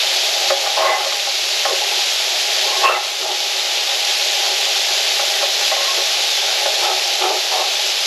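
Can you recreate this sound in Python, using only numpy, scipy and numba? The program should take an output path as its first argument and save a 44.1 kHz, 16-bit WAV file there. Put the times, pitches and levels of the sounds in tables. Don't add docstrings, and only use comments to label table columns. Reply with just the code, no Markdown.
import sys
import numpy as np
from scipy import signal
from scipy.fft import rfft, irfft, next_fast_len
from scipy.io import wavfile
from scipy.ndimage import uniform_filter1d, map_coordinates
from numba import njit

SR = 44100
rng = np.random.default_rng(int(sys.argv[2]) if len(sys.argv) > 2 else 0)


def log_audio(samples):
    frames = np.atleast_2d(samples).T
    limited = np.clip(frames, -1, 1)
    pcm = np.round(limited * 32767).astype(np.int16)
    wavfile.write(sys.argv[1], SR, pcm)


N = 355446
STEP = 64


# (time [s], fat sizzle level [dB], pan drone level [dB])
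FRYING_LEVELS = [(0, -12, -32), (.7, -15.5, -28.5), (1.1, -16, -33.5), (1.4, -16, -35), (2.0, -15.5, -34.5),
                 (2.7, -15.5, -32), (3.4, -16.5, -33), (4.1, -15, -33.5), (5.3, -14.5, -31.5),
                 (6.3, -14.5, -33), (7.1, -16, -28.5), (7.7, -16.8, -33), (8.06, -16.5, -35.5)]
# (frequency [Hz], density [dB per Hz])
FAT_COLOUR = [(30, -22), (150, -13), (400, -30.5), (917, -19), (1410, -13.5), (2000, -8), (2650, -3),
              (3660, 0.5), (5000, -2.5), (6890, -8.5), (8500, -21.5), (10000, -19), (11700, -16),
              (13000, -29), (14900, -73)]
# (frequency [Hz], width at damping 1 [Hz], relative level [dB])
PAN_MODES = [(376, 28.6, -3), (553, 10.3, -0.5), (641, 39, -1), (757, 30.5, 0.5), (820.4, 17.3, 5.5)]


def frying():
    fat_db, drone_db = curves(FRYING_LEVELS)

    boil_db = 0.37 * wobble(4.97) + 0.37 * wobble(18)
    crackling = amp(-6) * crackle(share=0.03, spread_db=2.8)
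    hiss = unit(patchy(depth_db=0.9)) + crackling
    fat = unit(filtered(hiss * amp(boil_db), lambda hz: amp(along(FAT_COLOUR, hz))))
    fat = fat + amp(-9.5) * bubbles(count=16000, centre_hz=4280, cycles=2.7, spread_db=2.0)

    uneven_noise = patchy(depth_db=0.5) * amp(1.35 * wobble(12))
    drone = unit(filtered(uneven_noise, ringing(PAN_MODES, damping=1.93)))
    return amp(fat_db) * fat + amp(drone_db) * drone


def crackle(share, spread_db):
    chance, size, sign = rng.random((3, N))
    height = amp(-spread_db * np.log(size + 0.0067))
    return unit((chance < share) * height * np.sign(sign - 0.5))


def bubbles(count, centre_hz, cycles, spread_db):
    place_and_size = rng.random((count, 2))
    pitch = np.clip(rng.standard_normal((count, 1)), -1.8, 2.5)
    hz = centre_hz * np.exp(0.31 * pitch)
    k = np.arange(192)
    wave = np.sin(2 * np.pi * hz * k / SR) * np.exp(-hz * k / SR / cycles)
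    wave *= amp(-spread_db * np.log(place_and_size[:, 1:] + 0.0077))
    at = (place_and_size[:, :1] * N).astype(int) + k
    return unit(np.bincount(at.ravel(), wave.ravel(), N + len(k))[:N])


# (start [s], length before the lift [s], pan level [dB], pan centre [Hz],
#                   lowest pan mode level [dB], blade level [dB], blade centre [Hz])
SCRAPES = [(.755, .14, -18.5, 685, -31, -20.5, 1075), (.89, .05, -17, 710, -34, -16.5, 1085),
           (.96, 0.043, -27, 760, -39, -28, 1300), (1.022, 0.053, -28, 580, -40, -36, 1200),
           (1.663, .07, -28, 594, -27.5, -31, 1120), (1.77, 0.21, -33, 820, -40, -48, 1200),
           (2.65, .12, -29, 733, -35.5, -35, 1100), (2.788, 0.037, -23.5, 780, -40, -27, 1100),
           (2.821, 0.056, -21, 670, -24, -12.5, 1100), (2.868, 0.058, -17.5, 665, -34, -13, 1290),
           (2.93, 0.047, -18.5, 780, -34, -27, 1340), (3.184, .15, -29.5, 720, -35, -37, 1250),
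           (5.748, .14, -40, 654, -49, -31.5, 1085), (6.793, .13, -25, 756, -31.5, -29, 1280),
           (7.193, 0.065, -20.5, 760, -24, -25.5, 1200), (7.266, 0.085, -26, 770, -27, -34, 1250),
           (7.483, 0.16, -25, 740, -39, -36, 1220)]
# (start [s], length before the lift [s], level [dB], centre [Hz])
EDGE_SQUEALS = [(0.828, 0.11, -16.5, 2080), (2.82, 0.1, -13.5, 2660), (2.91, .055, -23.5, 2070),
                (5.705, .03, -20, 1880)]
# (frequency [Hz], width at damping 1 [Hz], relative level [dB])
BLADE_MODES = [(1082, 22, 0), (1190, 19, -1), (1299, 91, 5), (1455.5, 13.6, 0.5)]
# (frequency [Hz], width at damping 1 [Hz], relative level [dB])
EDGE_MODES = [(1825, 30, -11), (2046, 50, -0.5), (2245, 58, -14), (2640, 80, -7.5), (2664, 47, -2)]
# (frequency [Hz], width [Hz], relative level [dB])
RASP_MODE = [(1800, 590, 0)]


def strokes():
    start, length, pan_db, pan_hz, low_db, blade_db, blade_hz = np.transpose(SCRAPES)
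    push = pressure(start, length)
    pan = rubbed(PAN_MODES[1:], push, pan_db, pan_hz, octaves=0.15)
    low = rubbed(PAN_MODES[:1], push, low_db, pan_hz, octaves=1)
    blade = rubbed(BLADE_MODES, push, blade_db, blade_hz, octaves=0.07)
    rasp = rubbed(RASP_MODE, push, blade_db, blade_hz, octaves=1)

    start, length, edge_db, edge_hz = np.transpose(EDGE_SQUEALS)
    edge = rubbed(EDGE_MODES, pressure(start, length), edge_db, edge_hz, octaves=0.07)
    return pan + low + blade + edge + amp(-5) * rasp


def pressure(start, length, settle_s=0.033, lift_t60_s=0.13):
    t = np.arange(0, N, STEP) / SR - start[:, None]
    rise = np.sin(np.pi / 2 * np.clip(t / settle_s, 0, 1)) ** 2
    since_lift = np.clip(t - length[:, None], 0, 1)
    return rise * amp(-60 * since_lift / lift_t60_s)


def rubbed(modes, push, level_db, centre_hz, octaves):
    force = push * amp(level_db)[:, None]
    strongest = np.argmax(force, axis=0)
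    drift_octaves = 0.048 * wobble(20)[::STEP]
    centre_hz = uniform_filter1d(centre_hz[strongest], size=12) * 2 ** drift_octaves

    shares = np.array(near(modes, centre_hz, octaves)) * amp([[db] for _, _, db in modes])
    shares = shares / np.linalg.norm(shares, axis=0)
    drives = np.repeat(force.sum(axis=0) * shares, STEP, axis=1)[:, :N]
    drives = uniform_filter1d(drives, size=STEP)

    stutter = unit(amp(1.85 * wobble(45)))
    grit = stutter * rng.standard_normal(N)
    rung = filtered(drives * grit, lambda hz: np.array([ringing([mode])(hz) for mode in modes]))
    return rung.sum(axis=0)


def near(modes, centre_hz, octaves):
    return [np.exp(-0.5 * (np.log2(hz / centre_hz) / octaves) ** 2) + 0.04 for hz, _, _ in modes]


# (time [s], peak level [dB], pan centre [Hz], blade against pan level [dB],
#                damping [factor on the mode widths])
SPATULA_TAPS = [(0.502, 0, 535, -2, 0.91), (0.661, -10.5, 720, -4.5, 1.9), (1.119, -11.5, 746, 2, 2.2),
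                (1.27, -14, 807, -5, 1.32), (1.651, -2, 760, -4, 0.9), (5.194, -9.5, 616, -6, 1.6),
                (5.426, -8, 630, -8.5, 2.1), (5.609, -17, 832, -10, 1.05), (5.714, -5.5, 660, -5, 1.2),
                (5.762, -15, 600, -9, 1.8), (5.805, -13, 566, -6, 1.3), (5.978, -12.5, 364, -7, 1.5),
                (6.474, -17, 799, -7, 1.3), (6.656, -7, 617, -4, 1.6), (7.594, -12, 697, -15, 1.4)]


def taps():
    out = np.zeros(N + SR)
    t = np.arange(SR // 2) / SR
    hz = np.fft.rfftfreq(SR, 1 / SR)
    for s, db, centre_hz, blade_db, damping in SPATULA_TAPS:
        contact = 0.059 * rng.standard_normal(len(t)) * amp(-60 * t / 0.13)
        contact[0] = 1

        iron = [(f, w, level + 20 * np.log10(drive) - 10 * np.log10(w))
                for (f, w, level), drive in zip(PAN_MODES, near(PAN_MODES, centre_hz, octaves=0.4))]
        steel = [(f, w, level - 20 * np.log10(w) + rng.normal(0, 1.8))
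                 for f, w, level in BLADE_MODES + EDGE_MODES[:2]]
        blade = ringing(steel, damping)(hz) + amp(-1) * ringing(RASP_MODE)(hz)
        body = ringing(iron, damping)(hz) + amp(blade_db) * blade

        ring = irfft(rfft(contact, SR) * body, SR)[:len(t)]
        out[round(s * SR):][:len(t)] += amp(db) * ring / np.abs(ring).max()
    return out[:N]


# (frequency [Hz], 60 dB decay time [s])
PORCH_DECAY = [(300, 0.23), (2000, 0.9), (8000, 0.18)]


def porch(x):
    hz, t, z = signal.stft(rng.standard_normal(SR // 2), SR, nperseg=256)
    decay = amp(-60 * t / along(PORCH_DECAY, hz)[:, None])
    tail = signal.istft(z * decay, SR, nperseg=256)[1]
    return signal.fftconvolve(x, tail / np.linalg.norm(tail))[:N]


# (frequency [Hz], density [dB per Hz])
SIDE_COLOUR = [(180, -41), (300, -2), (389, -8.5), (949, -9.5), (5840, -7), (7330, -1.5), (9060, -25),
               (11900, 5.5), (12500, 1), (14500, -38)]


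def side_sizzle():
    noise = unit(filtered(patchy(depth_db=8), lambda hz: amp(along(SIDE_COLOUR, hz))))
    apart = amp(curves(FRYING_LEVELS)[0] - 23.5) * noise
    return np.array([apart, -apart])


# (frequency [Hz], left minus right level [dB])
SIDE_LEAN = [(7000, 0), (10000, 0.5), (11500, -1.5), (12500, -3.5), (14000, 1)]


def both_ports(x):
    halves = np.array([[0.5], [-0.5]])
    return filtered(x, lambda hz: amp(along(SIDE_LEAN, hz) * halves))


def amp(db):
    return 10 ** (np.asarray(db) / 20)


def unit(x):
    return x / np.sqrt(np.mean(x ** 2) + 1e-20)


def along(points, hz):
    f, v = np.transpose(points)
    return np.interp(np.log(hz + 1), np.log(f + 1), v)


def curves(rows):
    s, *cols = np.transpose(rows)
    return [np.interp(np.arange(N) / SR, s, c) for c in cols]


def wobble(rate):
    knots = rng.standard_normal(int(N * rate / SR) + 4)
    return map_coordinates(knots, [np.arange(N) * rate / SR])


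def filtered(x, response):
    m = next_fast_len(N + SR // 2)
    return irfft(rfft(x, m) * response(np.fft.rfftfreq(m, 1 / SR)), m)[..., :N]


def ringing(modes, damping=1):
    def response(f):
        h = 0
        for k, (centre, width, db) in enumerate(modes):
            resonance = 1j * f * width / (centre * centre - f * f + 1j * f * width * damping)
            h = h + (-1) ** k * amp(db) * resonance
        return h / np.sqrt(np.mean(np.abs(h) ** 2))
    return response


def patchy(depth_db):
    z = signal.stft(rng.standard_normal(N), nperseg=256)[2]
    field = uniform_filter1d(rng.standard_normal(z.shape), size=5, axis=0)
    field = uniform_filter1d(field, size=12, axis=1)
    return signal.istft(z * amp(depth_db * unit(field)), nperseg=256)[1][:N]


def scene():
    spatula = strokes() + taps()
    front = frying() + spatula + amp(-14.5) * porch(spatula)
    return both_ports(front) + side_sizzle()


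def microphone(hz, cut_hz=330, leak_db=-40, notch_hz=9080, width_hz=450):
    s = 1j * hz / cut_hz
    cut = np.abs(s * s / (s * s + 1.059 * s + 1)) ** 9 + amp(leak_db)
    off_notch = notch_hz ** 2 - hz ** 2
    return cut * (off_notch / (off_notch + 1j * hz * width_hz)) ** 2


@njit
def follow(power, attack, release):
    out = np.empty_like(power)
    state = power[:4096].mean()
    for i in range(len(power)):
        state += (attack if power[i] > state else release) * (power[i] - state)
        out[i] = state
    return out


def turned_down(x, attack_s, release_s, threshold_db, share):
    power = np.abs(uniform_filter1d(np.mean(x ** 2, axis=0), size=512))
    level_db = 10 * np.log10(follow(power, 1 / (attack_s * SR), 1 / (release_s * SR)) + 1e-12)
    return x * amp(-share * np.maximum(level_db - threshold_db, 0))


# (attack [s], release [s], threshold [dB], share of excess removed [0-1])
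SLOW_CONTROL = (0.18, 0.5, -19.5, 0.5331)
# (attack [s], release [s], threshold [dB], share of excess removed [0-1])
FAST_CONTROL = (0.05, 0.05, -17.5, 0.55)


def record(dry):
    x = filtered(dry, microphone)
    x = turned_down(x, *SLOW_CONTROL)
    x = turned_down(x, *FAST_CONTROL)
    x = x / (1 + np.abs(x / 0.85) ** 6) ** (1 / 6)
    return filtered(x, lambda hz: hz < 14620)


dry = scene()
out = record(dry)
log_audio(out)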